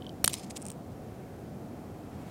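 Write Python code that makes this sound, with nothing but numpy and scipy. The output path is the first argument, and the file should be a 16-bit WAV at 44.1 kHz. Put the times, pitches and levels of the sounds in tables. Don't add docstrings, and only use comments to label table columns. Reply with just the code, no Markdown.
import sys
import numpy as np
from scipy import signal
from scipy.fft import rfft, irfft
from scipy.io import wavfile
from scipy.ndimage import uniform_filter1d

SR = 44100
rng = np.random.default_rng(int(sys.argv[2]) if len(sys.argv) > 2 else 0)


def int16_out(signal):
    q = np.round(np.clip(np.atleast_2d(signal).T, -1, 1) * 32767)
    wavfile.write(sys.argv[1], SR, q.astype(np.int16))


def boost(x):
    u = np.asarray(x, float) / 20
    return 10 ** u


N = 101430


def level(x, db):
    return x * boost(db) / np.sqrt(np.mean(x ** 2))


def colour(x, table):
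    hz, db = np.array(table).T
    f = np.arange(N // 2 + 1) * SR / N + 1
    gain = boost(np.interp(np.log(f), np.log(hz), db, left=-80, right=-80))
    return irfft(rfft(x) * gain * (f < 15900), N)


def curve(table):
    s, db = np.array(table).T
    return boost(np.interp(np.arange(N) / SR, s, db, left=-140, right=-140))


def walk(rate):
    k = int(SR / rate)
    held = np.repeat(rng.standard_normal(N // k + 1), k)
    return 1.46 * uniform_filter1d(uniform_filter1d(held, k), k)[:N]


def grains():
    per_s, spread_db = 11000, 4.2
    present = rng.random(N) < per_s / SR
    sign = np.sign(rng.standard_normal(N))
    return present * sign * boost(spread_db * rng.standard_normal(N))


def ring(body, damping, crack_db, pitch):
    rise_s, crack_s = .00015, .0005
    t = np.arange(2048) / SR
    modes = np.zeros(2048)
    for k, (hz, width, db) in enumerate(body):
        decay = np.exp(-np.pi * width * damping * t)
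        modes += (-1) ** k * boost(db) * width * decay * np.sin(2 * np.pi * hz * pitch * t)
    modes = modes * (1 - np.exp(-t / rise_s))
    crack = boost(crack_db) * rng.standard_normal(2048) * np.exp(-t / crack_s)
    return modes / np.abs(modes).max() + crack


def strike(body, hits, damping, crack_db, pitch=1):
    chatter_db_at_1_ms = -12
    out, t = np.zeros(N), np.arange(512) / SR
    answer = ring(body, damping, crack_db, pitch)
    chance = rng.standard_normal((len(hits), 2, 512))
    for (s, db, ms), (size, gate) in zip(hits, chance):
        fade = np.exp(-(t * 1000 / max(ms, .05)) ** 2)
        push = boost(chatter_db_at_1_ms) * ms * size * (gate > 1) * fade
        push[0] = 1
        hit = signal.fftconvolve(push, answer)
        i = int(round(s * SR))
        out[i:i + len(hit)] += boost(db) * hit / np.abs(hit).max()
    return out


def ventilation():
    # (frequency [Hz], density [dB per Hz])
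    rumble = [(24, -41), (40, -14.5), (75, -4.5), (102, -1), (219, -1.5), (511, -10), (746, -11),
              (911, -19), (3000, -35), (3900, -69), (6600, -120)]
    air, out = colour(rng.standard_normal(N), rumble), 0
    for hz in 22 * 2. ** np.arange(8):
        band = colour(air, [(hz / 2, -60), (hz / 1.99, 0), (hz * .999, 0), (hz, -60)])
        out = out + band * boost(0.73 * walk(4.19))
    t = np.arange(N) / SR
    tones = np.zeros(N)
    for hz, db in ((85, -57), (738, -64)):
        strength = boost(db + 2 * walk(5.18))
        tones += strength * np.sin(2 * np.pi * hz * t + 1.1 * walk(7.78))
    return level(out, -43) + tones


def hiss():
    # (frequency [Hz], density [dB per Hz])
    spectrum = [(1760, -48), (3000, -0.5), (3430, -3), (15100, -8.5), (16000, -12)]
    return level(colour(rng.standard_normal(N), spectrum), -65.5)


def sleeve():
    # (frequency [Hz], density [dB per Hz])
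    cloth = [(800, 1), (2000, 2), (4000, -6.5), (8000, -9.5), (16000, -19)]
    # (time [s], level [dB])
    motion = [(1.9, -86), (2.05, -76), (2.12, -65.5), (2.18, -66), (2.22, -60.5), (2.25, -62), (2.31, -56)]
    return level(colour(grains(), cloth), 0) * curve(motion)


def room(x):
    t60_s, build_s, echo_s = .4, .0049, .0016
    t = np.arange(SR // 2) / SR
    decay = np.exp(-np.log(1000) * t / t60_s) * (1 - np.exp(-t / build_s))
    tail = rng.standard_normal(len(t)) * decay
    tail = signal.lfilter(*signal.butter(1, 6000, fs=SR), tail)
    tail = tail * boost(-31) / np.sqrt(np.sum(tail ** 2))
    tail[int(echo_s * SR)] += boost(-19)
    return signal.fftconvolve(x, tail)[:N]


def stopper_taps():
    # (frequency [Hz], width [Hz], level [dB])
    stopper = [(3060, 125, 1), (3450, 450, -7), (4600, 500, -19), (5700, 500, -22), (8400, 500, -27)]
    # (time [s], peak [dB], chatter [ms])
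    hits = [
        (.008, -54, 2),
        (0.0216, -39, 0.39),
        (0.0452, -45, .3),
        (.066, -35.5, 0.87),
        (.093, -38, 1.14),
    ]
    first = strike(stopper[:3], hits[:3], 1.3, -40, .99)
    return first + strike(stopper, hits[3:], 1, -30)


def glass_taps():
    # (frequency [Hz], width [Hz], level [dB])
    glass = [(5450, 150, -9), (8200, 500, -12), (9150, 350, 0)]
    # (time [s], peak [dB], chatter [ms])
    hits = [(0.251, -38, 3.3), (.3535, -38, 0.91), (.3735, -49, 3), (.38, -47, 1), (.3847, -36.5, 1),
            (.39, -54, 3.3), (0.396, -41, 1), (0.4007, -45, 1)]
    return strike(glass, hits, 1, -34)


def dull_knocks():
    # (frequency [Hz], width [Hz], level [dB])
    flat = [(950, 180, 6), (2230, 150, 5.5), (3430, 580, 2), (4850, 740, 4.5), (8400, 2200, 7.5)]
    knock = [(914, 240, -0.82), (1610, 710, 0.0096)]
    thud = [(150, 170, 0), (400, 350, -3), (750, 500, -6)]
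    # (time [s], peak [dB], chatter [ms])
    flat_hits = [
        (.3403, -18, .3),
        (.341, -23, .6),
        (.3476, -38, 1),
        (.4424, -42, 4),
        (.5715, -30, .6),
    ]
    knock_hits = [
        (.2423, -18, .3),
        (.2777, -16.5, .1),
        (.2985, -45, 1),
        (.3405, -36, .5),
    ]
    thud_hits = [
        (.2438, -20, .1),
        (.2785, -27, .1),
    ]
    landings = strike(flat, flat_hits, 1.2, -22)
    return landings + strike(knock, knock_hits, 1, -40) + strike(thud, thud_hits, 1, -40)


def edge_ticks():
    # (frequency [Hz], width [Hz], level [dB])
    edge = [(2500, 900, -13), (5500, 800, -10), (7000, 900, -9), (8300, 850, 0), (9600, 950, -5),
            (11300, 1300, -15), (15400, 1200, -24)]
    snap = [(11300, 1500, 0), (13500, 1500, -3), (15500, 1000, -2)]
    flick = [(6900, 1700, 0), (10300, 1500, -4), (13000, 1100, -2)]
    # (time [s], peak [dB], chatter [ms])
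    edge_hits = [(.334, -17, .2), (.3396, -21, .1), (.344, -33, .2), (.4265, -45, .3), (.4337, -42, 1),
                 (.4358, -42, .3), (.4402, -45, .3), (.445, -44, .3), (.4985, -40, .3), (.5003, -45, .3),
                 (.5012, -39, .3), (.503, -35, .2), (.5051, -40, .5), (.5066, -43, .5), (.5093, -37, .5),
                 (.5119, -35, .4), (.5139, -40, .3), (.5185, -46, .3),
                 (.5566, -47, .3), (.5581, -43, .3), (.562, -42, 1), (.5643, -42, .5), (.5696, -26, .8),
                (.5719, -30, .3), (.5766, -32, .2), (.5786, -38, .2), (.5995, -48, .3), (.603, -48, .3),
                (.61, -46, 2), (.614, -43, .5), (.6186, -31, .15), (.6229, -36, .3), (.6247, -33, .2),
                (.6265, -33, .2), (.629, -42, .5), (.6539, -27, .1), (.6653, -25, .1), (.6695, -38, .3),
                (.6747, -40, .5), (.679, -47, .5), (.6825, -47, .3), (.6846, -26.5, .1), (.6992, -44, .4),
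                (.7022, -26, .4), (.7035, -38, .5), (.7048, -35, .2), (.7168, -30, .1), (.719, -44, .5),
                (.7228, -39, .3)]
    snaps = [(.2461, -21, .3), (.2982, -28, .3), (.334, -36, .1), (.3403, -32, .8), (.503, -50, .2),
             (.5696, -41, .5), (.6653, -41, .1), (.7022, -34, .3), (.7168, -45, .2)]
    flicks = [
        (.2594, -15, .1),
        (.2612, -32, 1),
        (.2635, -33, 2),
    ]
    ticks = strike(edge, edge_hits, 1, -32)
    return ticks + strike(snap, snaps, 1, -40) + strike(flick, flicks, 1, -26)


def scrape():
    # (frequency [Hz], density [dB per Hz])
    friction = [(880, -38), (1500, -29), (2120, 1), (2910, -1), (7390, 2.5), (9100, -9), (10900, -8),
                (16000, -23)]
    # (time [s], level [dB])
    slide = [(.24, -82), (.25, -43), (.275, -55), (.3, -49), (.345, -48.5), (.39, -53.5), (.43, -56),
             (.448, -55), (.453, -60), (.49, -67)]
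    shuffle = [(.496, -69), (.508, -44), (.53, -89), (.565, -48.5), (.59, -77), (.63, -70), (.67, -62.5),
               (.72, -76), (.74, -88)]
    singing = [(.33, -72), (.372, -57), (.41, -60), (.45, -70)]
    # (frequency [Hz], width [Hz], level [dB])
    sing_modes = [(5450, 160, 0), (9200, 500, -8)]
    rub = level(colour(grains(), friction), 0)
    treble = signal.sosfilt(signal.butter(2, 10000, "high", fs=SR, output="sos"), rub)
    fade_s = .1
    fast = boost(7) * np.exp(-np.abs(np.arange(N) / SR - slide[1][0]) / fade_s)
    glass = signal.fftconvolve(rub, ring(sing_modes, 0.47, -60, 0.96))[:N]
    sing = level(glass, 0) * curve(singing)
    sliding = (rub + fast * treble) * curve(slide)
    return (sing + sliding + rub * curve(shuffle)) * boost(3.4 * walk(200))


def wall_blows():
    # (frequency [Hz], width [Hz], level [dB])
    wall = [(3330, 260, -8.5), (4350, 250, -12), (5040, 230, -14), (6500, 440, -10), (7480, 390, -11),
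            (9140, 340, 1), (11200, 600, -12), (12900, 480, -30), (15300, 600, -32)]
    # (time [s], peak [dB], chatter [ms])
    hits = [
        (.2776, -6, .5),
        (.2789, -12, .6),
        (.2805, -26, 1.5),
        (.2838, -30, 1),
        (.2967, -33, .5),
    ]
    return strike(wall, hits, 1.2, -24)


def rim_blows():
    # (frequency [Hz], width [Hz], level [dB])
    rim = [(3250, 500, 0), (4300, 500, -9), (5400, 300, -11), (7200, 860, -16), (9070, 600, 1),
           (12600, 480, -16), (13900, 500, -16), (15400, 700, -14)]
    # (time [s], peak [dB], chatter [ms])
    sharp = [
        (.2462, -11, .2),
        (.24664, -7, .4),
        (.2483, -25, 2),
        (.2927, -37, .5),
        (.2947, -30, .5),
    ]
    soft = [
        (.2812, -28, 1),
        (.298, -31, 2),
        (.3413, -27, .5),
        (.5715, -39, .5),
        (.6992, -44, .3),
        (.7024, -37, .3),
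    ]
    return strike(rim, sharp, 1.3, -20) + strike(rim[:3], soft, 1.3, -30)


def coin_blows():
    # (frequency [Hz], width [Hz], level [dB])
    coin = [(3200, 500, -11), (4150, 520, -11), (5550, 500, 0), (6800, 490, -5), (8490, 510, -2),
            (9490, 480, -2), (10600, 700, -10), (12700, 600, 1), (14000, 420, -6), (15300, 800, -6)]
    # (time [s], peak [dB], chatter [ms])
    hits = [
        (.2422, -12, .5),
        (.2429, -9, .5),
        (.24361, -6, .5),
        (.24415, -13, .3),
    ]
    return strike(coin, hits, 1.3, -20)


def tube():
    light = stopper_taps() + glass_taps() + edge_ticks() + scrape()
    heavy = dull_knocks() + wall_blows() + rim_blows() + coin_blows()
    return light + heavy


def scene():
    near = tube()
    return (ventilation() + sleeve() + near + room(near))[None]


def roll_off(x):
    return signal.sosfilt(signal.butter(12, 16670, fs=SR, output="sos"), x)


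def record(dry):
    x = dry + hiss()
    x = signal.sosfilt(signal.ellip(8, .2, 70, 15950, fs=SR, output="sos"), x)
    return roll_off(x)


dry = scene()
out = record(dry)
int16_out(out)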